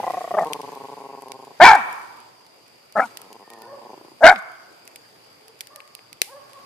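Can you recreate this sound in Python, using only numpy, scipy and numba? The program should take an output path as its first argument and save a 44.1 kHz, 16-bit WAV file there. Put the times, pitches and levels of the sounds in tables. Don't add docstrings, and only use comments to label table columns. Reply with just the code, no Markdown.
import sys
import numpy as np
from scipy import signal
from scipy.fft import rfft, irfft, next_fast_len
from scipy.io import wavfile
from scipy.ndimage import uniform_filter1d, map_coordinates
from numba import njit

SR = 44100
rng = np.random.default_rng(int(sys.argv[2]) if len(sys.argv) > 2 else 0)


def volts_from_db(level):
    exponent = np.asarray(level, float) / 20
    return 10 ** exponent


def wrap_up_sound(samples):
    columns = np.atleast_2d(samples).T
    tamed = np.clip(columns, -1, 1)
    steps = np.round(tamed * 32767).astype(np.int16)
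    wavfile.write(sys.argv[1], SR, steps)


N = 293265


def unit(x):
    return x / np.sqrt(np.mean(x ** 2) + 1e-20)


def along(points, hz):
    f, v = np.transpose(points)
    return np.interp(np.log(hz + 1), np.log(f + 1), v)


def span(rows):
    s, *cols = np.transpose(rows)
    start = round(s[0] * SR)
    t = np.arange(start, min(round(s[-1] * SR), N)) / SR
    return start, [np.interp(t, s, c) for c in cols]


def wobble(size, rate):
    knots = rng.standard_normal(int(size * rate / SR) + 4)
    return map_coordinates(knots, [np.arange(size) * rate / SR])


def filtered(x, response):
    m = next_fast_len(N + SR // 2)
    return irfft(rfft(x, m) * response(np.fft.rfftfreq(m, 1 / SR)), m)[..., :N]


def band(hz, low_hz, high_hz):
    up, down = 1j * hz / low_hz, 1j * hz / high_hz
    return up ** 2 / (1 + np.sqrt(2) * up + up ** 2) / (1 + np.sqrt(2) * down + down ** 2)


@njit
def resonate(x, turn, radius):
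    y = np.zeros(len(x))
    for n in range(2, len(x)):
        push = (1 - radius ** 2) / 2 * (x[n] - x[n - 2])
        y[n] = push + 2 * radius * np.cos(turn[n]) * y[n - 1] - radius ** 2 * y[n - 2]
    return y


def throat(x, modes, stretch, bright_db=0, tongue=None):
    out = 0
    for k, (hz, width, db) in enumerate(modes):
        if tongue is not None and 1440 < hz < 2050:
            shift = tongue
        else:
            shift = stretch ** (1 if hz < 1000 else 1 / 2 if hz < 2050 else 1 / 4)
        turn, radius = 2 * np.pi * hz * shift / SR, np.exp(-np.pi * width / SR)
        twice = resonate(resonate(x, turn, radius), turn, radius)
        level = volts_from_db(db + bright_db * np.clip(hz / 1200 - .75, 0, 1))
        out = out + (-1) ** k * level * twice
    return out


# resonances (centre in Hz, width in Hz, level in dB),
# then the level of the breath hiss under the voice in dB.
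MOUTHS = [
    ([(211, 81, -12.5), (417, 170, -16.5), (700, 160, 5), (1150, 240, -10), (1913, 180, -9.5)], -44.5),
    ([(839, 250, 9), (1550, 360, 2), (2274, 200, 0.5), (3600, 5100, -23)], -38.5),
    ([(246.9, 96, -16.5), (750, 260, -5.5), (1376, 180, -7), (1898, 210, -11)], -29),
    ([(742, 210, 7), (1521, 300, 0.9), (2193, 230, -5), (3700, 1400, -27), (3980, 600, -25.5)], -32.5),
]
# time in seconds, pitch in Hz, effort in dB, mouth stretch as a factor,
# tongue shift of the middle resonance as a factor.
WOOF_1 = [(.364, 214.6, -36.5, 0.84, 1.3), (.371, 217.3, -20.5, 1.05, 0.77), (.383, 211.1, -16, 0.89, 0.87),
          (.388, 186.2, -11, 1.11, 1.02), (.397, 186, -21.5, 0.93, 1.02), (.436, 170.3, -19, 1.06, 0.9),
          (.45, 173, -31, 1.1, 0.99)]
BARK_1 = [(1.598, 281, -36.5, 0.31, 0.97), (1.603, 285.6, -10, 0.83, 1.02), (1.62, 336.5, -1, 0.88, 1.01),
          (1.642, 379, 2, 0.94, 1.18), (1.645, 488.2, -1, 1.06, 1.08), (1.69, 448.1, -3, 1.03, .98),
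          (1.758, 409, -9.5, .95, 1.03), (1.766, 330.7, -18.5, 1.03, 1.01),
          (1.792, 244.6, -24.5, 0.9, 0.92), (1.828, 165.6, -51, 1, .99)]
WOOF_2 = [(2.953, 211, -36.5, 0.75, 0.67), (2.958, 216.4, -22.5, .84, 0.96),
          (2.969, 211.5, -18, 0.97, 0.86), (2.99, 206.4, -16, .82, 1), (3.002, 247.6, -11.5, .94, 0.83),
          (3.008, 242, -18.5, 1.0, 1.11), (3.035, 252, -23, 1, 1.21), (3.058, 224.3, -33.5, 1.2, 1.06),
          (3.085, 209.3, -75, 0.83, 1.2)]
BARK_2 = [(4.207, 199.9, -29.5, .87, 1.03), (4.224, 246.6, -18.5, .88, 0.98),
          (4.233, 305.8, -10, .86, 1.07), (4.243, 317.6, 0.5, .88, .95), (4.27, 350.5, -0.5, .96, 1.01),
          (4.296, 376.3, -3, 1.02, 1.0), (4.329, 389.4, -15, 1, .99), (4.34, 264.2, -27.5, 1.01, 0.76),
          (4.368, 207.6, -45, 0.87, 1), (4.4, 173.3, -52.5, .9, 1.2)]
# clear until this time in seconds, roughness after it (0 to 1),
# chest tone in dB, stutter start in seconds, stutter speed in Hz.
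BREAKS = [
    (.375, .3, -42, .4, 40),
    (1.638, .27, -41, 1.698, 54),
    (2.96, .27, -42, 3.01, 60),
    (4.252, .42, -41, 4.306, 82),
]


def barks():
    clear, crack_s = 0.099, .02
    stutter_db, stutter_grows_s = 7, 0.06
    breath_level = 9.1
    chest_follows, chest_fade_s = 0.089, 0.023
    open_bright_db, rough_bright_db = 23, 17.5
    out, hiss = np.zeros(N), np.zeros(N)
    calls = WOOF_1, BARK_1, WOOF_2, BARK_2
    for rows, (mouth, hiss_db), how_it_breaks in zip(calls, MOUTHS, BREAKS):
        clear_s, harsh, chest_db, stutter_s, stutter_hz = how_it_breaks
        start, (pitch_hz, db, stretch, tongue) = span(rows)
        size = len(db)
        t = (start + np.arange(size)) / SR
        rough = np.clip(clear + (harsh - clear) * np.clip((t - clear_s) / crack_s, 0, 1), 0, 1)
        rough = rough * np.clip((db - db.max() + 22) / 10, .25, 1)
        late = np.clip(t - stutter_s, 0, 1)
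        fade = np.clip(np.minimum(t - t[0], t[-1] - t) / chest_fade_s, 0, 1)
        chest = volts_from_db(chest_db + chest_follows * db) * fade
        dips = np.sin(np.pi * stutter_hz * late) ** 4
        db = db - stutter_db * np.clip(late / stutter_grows_s, 0, 1) * dips
        steady_db = uniform_filter1d(db, size=SR // 40)

        cycles = np.cumsum(pitch_hz * (1 + 0.22 * rough * wobble(size, 250))) / SR
        beat = np.cos(np.pi * cycles)
        pulses = beat ** 60 * volts_from_db(rough * (11 * wobble(size, 300) + 3 * wobble(size, 70)))
        breath = unit(beat ** 4 * rng.standard_normal(size))
        source = unit(np.gradient(pulses)) + breath_level * rough * breath
        bright_db = 0.64 * (steady_db - steady_db.max())
        bright_db = bright_db + open_bright_db * (stretch.clip(0, 1.1) - 1)
        bright_db = bright_db + rough_bright_db * (rough - clear) * np.exp(-late * stutter_hz / 3)
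        voice = throat(source, mouth, stretch, bright_db, tongue)
        power = np.abs(uniform_filter1d(voice ** 2, size=SR // 70))
        voice = volts_from_db(db) * voice / np.sqrt(power + 1e-12)
        out[start:start + size] += voice + np.sqrt(2) * chest * np.sin(2 * np.pi * cycles)
        spill_db = .5 * db + hiss_db + np.linspace(-12, 9, size) + 5.5 * wobble(size, 83)
        hiss[start:start + size] += volts_from_db(spill_db) * rng.standard_normal(size)
    return out + filtered(hiss, lambda hz: band(hz, 4200, 13000))


# centre in Hz, width in Hz, level in dB.
SHUT = [(196, 150, -5.5), (428, 190, 1.5), (864, 320, 3.5), (1087, 140, 1.5)]
AJAR = [(197.8, 36, -27.5), (522, 250, -10), (738, 93, 4), (1934, 110, -17.5)]
# centre in Hz, width in Hz, level in dB.
CHEEK = [(1065, 160, -7.5)]
# time in seconds, fold slaps in Hz, effort in dB, mouth stretch as a factor.
GROWL = [(0, 190, -26, 1.12), (0.049, 175, -12, 1.06), (.13, 160, -15.5, .99), (.27, 165, -19, .95),
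         (.31, 167, -16.5, 0.97), (.345, 182, -9, 0.92), (.455, 153, -21.5, 1.04), (.7, 141, -27.5, 1.02),
         (.9, 138, -29, 1.01), (1.399, 132, -31.5, .98), (1.51, 135, -34.5, .97), (3.23, 95, -41, .99),
         (3.34, 116, -35.5, .98), (3.42, 100, -39, .98), (3.5, 115, -37.5, .97), (3.74, 115, -39, .96),
         (3.92, 116, -30.5, .93), (4.12, 120, -34.5, .9)]
# first slap in seconds, length in seconds (0 is a lone slap), level of the last slap in dB.
SNARL = [(0, .005, 0), (.031, .0116, 4.5), (.067, .0115, 1.5), (.1, .0115, -6), (.137, 0.013, -4.5),
         (.1713, 0.011, -5), (.2085, .013, -10.5), (.2427, .006, -1), (.277, .0064, -7.5),
         (.3087, .0056, 0), (.3406, 0.01, 1)]
RUMBLE = [(.4568, .0256, -3), (.5028, .0202, -2), (.5454, .0208, -4), (.5915, .0139, 1), (.6327, .0216, -5),
          (.6774, .0139, 1), (.702, 0, -13), (.7207, .0139, 0), (.746, 0, -10), (.7592, .0218, -6),
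          (.8031, .0145, -1), (.8305, 0, -9), (.8388, .0222, -6), (.8857, .0144, -1), (.9173, .0215, 1),
          (.9696, .0139, 0), (.994, 0, -9), (1.0038, .0221, -3), (1.0401, .0292, -3), (1.0903, .0221, -5),
          (1.1283, .0215, 1), (1.1624, 0, -9), (1.1753, .0221, -6), (1.2215, .0145, -1), (1.2597, .023, -4),
          (1.2974, .022, 0), (1.3357, 0, -7), (1.3436, .0226, -6), (1.3916, .0151, -6), (1.4261, .015, -2),
          (1.4717, .0071, -1), (1.5075, .0075, -1)]
MUTTER = [(3.1547, 0, -2), (3.166, 0, -2), (3.1923, 0, -1), (3.2072, 0, -1), (3.2213, 0, 0),
          (3.2331, .0421, -1), (3.3048, .0185, 0), (3.3462, .0176, 1), (3.3978, .0402, -4), (3.4776, 0, 2),
          (3.5046, .0518, -2), (3.567, .0621, 0), (3.64, .06, -2), (3.7194, .034, 0), (3.7783, .0165, -6),
          (3.8168, .0175, 0), (3.852, .0165, 0), (3.8944, .0185, -5), (3.933, .008, 0), (3.9777, 0, 0),
          (4.0126, 0, 0), (4.0486, 0, 0), (4.0831, 0, 0), (4.1177, 0, 0)]


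def growl():
    parted, closed = 0.87, 0.068
    gulp, gulp_s, gulp_dull_db = [(360, 220, 4.8)], 3.96, -5.5
    shut, ajar = np.zeros(N), np.zeros(N)
    s, slaps_hz, effort_db, jaw = np.transpose(GROWL)
    for throbs, opening in (SNARL, parted), (RUMBLE + MUTTER, closed):
        for first, length, last_db in throbs:
            count = round(length * np.interp(first, s, slaps_hz)) + 1
            size_db = np.interp(first, s, effort_db) + rng.normal(0, .7, count)
            size_db[0] -= 2.4 * (count > 2)
            size_db[-1] += last_db
            slap_s = np.linspace(first, first + length, count) - .0012
            slap_s = slap_s + rng.normal(0, 1, count) / 12000
            at = np.round(slap_s * SR).clip(0).astype(int)
            shut[at] += (opening - 1) * volts_from_db(size_db + 32.0)
            ajar[at] += -opening * volts_from_db(size_db + 36.5)
    t = np.arange(N) / SR
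    jaw = np.interp(t, s, jaw)
    late = t > gulp_s
    behind_lips = throat(shut * volts_from_db(gulp_dull_db * late), SHUT, jaw) + throat(shut * late, gulp, jaw)
    muffled = filtered(behind_lips, lambda hz: band(hz, 120, 1100))
    return muffled + throat(ajar, AJAR, jaw) - throat(ajar, CHEEK, jaw ** -2)


# frequency in Hz, left over right in dB.
LEFT_LIFT = [(900, 0.5), (1600, 9), (5000, 0.5), (12000, 1)]


def place_left(dog):
    def sides(hz):
        level = volts_from_db(along(LEFT_LIFT, hz) * np.array([[.5], [-.5]]))
        return level * np.exp(1j * np.pi * hz * np.array([[1.5], [-1.5]]) / SR)
    return filtered(dog, sides)


# start in seconds, length in seconds, top pitch in Hz, level in dB,
# overtones over the first partial in dB.
YELPS = [
    (3.625, 0.18, 560, -39.5, -10.5),
    (6.272, .135, 560, -42, -4),
]
SQUEALS = [
    (3.43, 0.15, 609, -66, 7.5),
    (3.565, 0.1, 604, -69, 5),
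    (3.68, 0.065, 605, -69.5, 6),
]
WHINES = [
    (3.61, 0.081, 493.3, -58.5, 13),
    (5.4, 0.17, 450, -54.5, -26.5),
    (5.69, 0.122, 600, -51.5, -1.5),
    (5.7, 0.15, 550, -65.5, 8),
]
MOANS = [
    (6.52, 0.11, 558.3, -50.5, 1.93),
]


def far_dog():
    scoop_share, break_share, sag = 0.21, 0.046, 0.036
    swell_depth_db, peak = 17.5, 0.59
    held_back = .4
    # starts flat by this share, overtones lead the onset in dB, loss a partial in dB
    kinds = (YELPS, (0.28, 10, 13)), (SQUEALS, (.04, 2.5, -5)), (WHINES, (.05, 11, 8.9)), (MOANS, (.05, 6, 24))
    out = np.zeros(N + SR)
    for calls, (scoop, nasal_db, tilt_db) in kinds:
        for s, length, top_hz, db, upper_db in calls:
            start, size = round(s * SR), round(length * SR)
            u = np.linspace(0, 1, size)
            flat = 1 / (1 + np.exp((u - scoop_share) / break_share))
            pitch_hz = top_hz * (1 - scoop * flat - sag * u ** 4)
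            from_peak = np.where(u < peak, 1 - u / peak, (u - peak) / (1 - peak))
            swell_db = db - swell_depth_db * from_peak ** 2
            phase = 2 * np.pi * np.cumsum(pitch_hz * (1 + .018 * wobble(size, 77))) / SR
            partials_db = [
                -held_back * nasal_db * flat,
                upper_db + nasal_db * flat,
                upper_db + nasal_db * flat - tilt_db,
                upper_db - tilt_db ** 2 / 4 - 9.0,
            ]
            for k, partial_db in enumerate(partials_db):
                level = volts_from_db(swell_db + partial_db + 4.5 * wobble(size, 90))
                out[start:start + size] += level * np.sin((k + 1) * phase + .7 * wobble(size, 70))
    return out[:N]


# frequency in Hz, time to fall 60 dB in seconds.
WOODS = [(200, 0.2), (900, 1.2), (2500, 0.7), (4000, .5), (5200, 0.22), (12000, 0.2)]


def woods(x, delay):
    hz, t, z = signal.stft(rng.standard_normal((2, 3 * SR // 2)), SR, nperseg=256)
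    z[1] = np.where(hz[:, None] < 900, 0.32 * z[0] + 2.1 * z[1], z[1])
    tail = signal.istft(z * volts_from_db(-60 * t / along(WOODS, hz)[:, None]), SR, nperseg=256)[1]
    late = np.pad(x, (round(delay * SR), 0))[None]
    return signal.fftconvolve(late, tail / np.linalg.norm(tail[0]), axes=1)[:, :N]


# from this time in seconds, level in dB,
# delay of the first return in seconds.
RETURNS = [
    (0, -29, 0.06),
    (1.551, -18.5, 0.028),
    (2.5, -31.5, .04),
    (4.18, -25, 0.014),
]
# frequency in Hz, level in dB.
TRUNKS = [(700, -2.5), (900, -5), (1130, 10), (1450, -0.6), (1850, -0.5), (2300, 0.5), (2800, 7),
          (4000, 3.5)]
FAR_TRUNKS = [(560, -4), (1100, 4.5), (1800, 1.5)]


def echoes(dog, far):
    thin = filtered(dog, lambda hz: band(hz, 1390, 12000) * volts_from_db(along(TRUNKS, hz)))
    turn = np.searchsorted([s for s, _, _ in RETURNS], np.arange(N) / SR, "right") - 1
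    far_back = filtered(far, lambda hz: volts_from_db(along(FAR_TRUNKS, hz)))
    out = volts_from_db(-9.0) * woods(far_back, 0.031)
    for k, (_, db, delay) in enumerate(RETURNS):
        out = out + volts_from_db(db) * woods(thin * (turn == k), delay)
    return out


# time in seconds, peak in dB, low part over the peak in dB,
# left over right in dB.
DROPS = [(.118, -30, -6, -5), (0.4681, -31, -28, 2), (0.5317, -18, -58, 10.5), (0.615, -29.5, -45, -1.5),
         (1.22, -33, 0, 1.7), (1.3177, -24.5, -32, -2.2), (1.927, -28, -3.5, -2), (2.9228, -34.5, -8, -5),
         (3.1705, -19.5, -8, -0.1), (3.215, -26.5, -9, 0), (3.3275, -29.5, -9, 0), (3.501, -32, -13, -1.5),
         (3.5338, -34, -19, -4), (3.6183, -33, -37, 0.5), (4.3582, -36, 17.5, -1.5),
         (4.875, -27, -12.5, 1.5), (4.958, -25, -37.5, 0.5), (5.4803, -35.5, -9, -3.5),
         (5.6062, -17, -10, -1.5), (5.6107, -24, -5.5, 1), (5.67, -31.5, -40, 3.5), (5.7585, -24.5, -5, -1),
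         (5.802, -38, 12, 2), (5.99, -50, 15.5, 2), (5.9497, -27.5, -10.5, -9), (6.128, -28, -21.5, -3.5),
         (6.2158, -0.5, -7.5, -1), (6.5317, -37, -14.5, -4.5)]
# time in seconds, peak in
# dB.
DRIPS = [(0.524, -34.5), (0.75, -35), (1.2823, -35.5), (1.449, -38.5), (2.169, -40.5), (2.2014, -37.5),
         (2.4639, -39.5), (2.6795, -43), (5.59, -41.5)]
SPOTS = [(0.1052, -31.5), (0.1392, -38.5), (0.3944, -31), (0.4461, -32.5), (0.7178, -37), (0.7829, -42),
         (1.2094, -39), (1.9597, -44), (2.0161, -44.5), (3.587, -44.5), (3.654, -43), (4.4232, -42.5),
         (4.5176, -42.5), (4.7262, -45.5), (4.8525, -37.5), (5.2694, -50.5), (5.3287, -45.5), (5.876, -40)]
# centre in Hz, width in Hz, level in dB.
TICK = [(450, 410, -2), (2290, 1200, 0.5), (4170, 2000, -4), (9700, 4600, -6.5)]


def drops():
    high, low = np.zeros((2, N + SR)), np.zeros((2, N + SR))
    t = np.arange(SR // 5) / SR
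    drips = [(s, db, -10.5, -2.5) for s, db in DRIPS]
    spots = [(s - .0006, db, -8, 0) for s, db in SPOTS]
    for s, db, low_db, pan_db in DROPS + drips + spots:
        grit = rng.standard_normal((3, len(t)))
        grit[0, :2] = 2, -1
        rattle = 0.39 * volts_from_db(-60 * t / 0.011) + 0.012 * volts_from_db(-60 * t / 0.41)
        tick = grit[0] * volts_from_db(-60 * t / 0.001) + grit[1:] * rattle
        tick = tick * volts_from_db(db + 10.0 + pan_db * np.array([[.5], [-.5]]))
        start = round(s * SR)
        high[:, start:start + len(t)] += tick
        low[:, start:start + len(t)] += tick * volts_from_db(low_db + 1.0)

    def colour(hz):
        lag = np.exp(-2j * np.pi * hz * np.array([[77], [60]]) / SR)
        return lag * sum(volts_from_db(db) * 1j * hz * w / (c * c - hz * hz + 1j * hz * w) for c, w, db in TICK)

    crisp = filtered(high[:, :N], lambda hz: colour(hz) * band(hz, 2000, 12000))
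    return crisp + filtered(low[:, :N], lambda hz: colour(hz) * band(hz, 300, 4600) ** 2)


# frequency in Hz, level per Hz in dB.
PATTER = [(25, -30), (70, -27), (115, -7.5), (170, -13), (420, -6), (900, -6.5), (1700, -16), (2350, -13),
          (3600, -19), (5400, -21.5), (14500, -26.5), (14700, -76)]
# time in seconds,
# level in dB.
PATTER_DB = [(0, -49.5), (.5, -54), (0.901, -56.5), (1.6, -59.5), (1.8, -54.5), (2.4, -60.5), (2.93, -62.5),
             (3.048, -54), (3.399, -59), (6.2, -62.5), (6.229, -63.5), (6.5, -59)]
# frequency in Hz, likeness from -1 to 1.
ALIKE = [(60, 0.55), (180, 0.66), (550, 0.42), (1650, -0.066), (4970, -0.2), (15000, -0.26)]


def patter():
    z = signal.stft(rng.standard_normal((2, N)), nperseg=512)[2]
    patches = uniform_filter1d(rng.standard_normal(z.shape[1:]), 6, 0)
    patches = unit(uniform_filter1d(patches, 12, 1))
    pair = signal.istft(z * volts_from_db(1.6 * patches), nperseg=512)[1][:, :N]

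    def shares(hz):
        turn = np.arccos(np.clip(along(ALIKE, hz), -1, 1)) / 2
        return volts_from_db(along(PATTER, hz)) * np.array([np.cos(turn), np.sin(turn)])

    mid, side = filtered(pair, shares)
    hits = rng.random(N) < 60 / SR
    specks = hits * volts_from_db(18.5 + rng.exponential(size=N).clip(0, 3)) * rng.choice([-1, 1], N)
    specks = filtered(specks, lambda hz: volts_from_db(along(PATTER, hz)) * band(hz, 1300, 16000))
    bed = unit(np.array([np.roll(mid + side + specks, 17), mid - side + specks]))
    s, db = np.transpose(PATTER_DB)
    return volts_from_db(np.interp(np.arange(N) / SR, s, db) + 8.0 + wobble(N, 2.2)) * bed


def insects():
    centre_hz, width_hz, level_db = 4770, 260, -59
    noise = rng.standard_normal((2, N))
    hiss = filtered(noise, lambda hz: np.exp(-((hz - centre_hz) / width_hz) ** 2 / 2))
    return volts_from_db(level_db + .7 * wobble(N, 12)) * unit(hiss)


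def scene():
    dog, far = barks() + growl(), far_dog()
    return place_left(dog) + far + echoes(dog, far) + drops() + patter() + insects()


def top_cut(x):
    return signal.sosfilt(signal.butter(12, 15750, fs=SR, output="sos"), x)


def record(dry):
    top, drift, drift_hz, coupling_hz = 1.02, .3, 40, 120
    heard = filtered(dry, lambda hz: 1 / (1 + (hz / 14900) ** 24))
    over = np.clip(uniform_filter1d(np.abs(heard), size=SR // 150) - .45, 0, 1)
    bent = heard / (1 + np.abs(heard / top) ** 12) ** (1 / 12)
    bent = bent - filtered(bent - heard, lambda hz: 1 / (1 + (hz / coupling_hz) ** 4))
    mix = bent + drift * filtered(over, lambda hz: band(hz, 22, drift_hz))
    return top_cut(mix)


dry = scene()
out = record(dry)
wrap_up_sound(out)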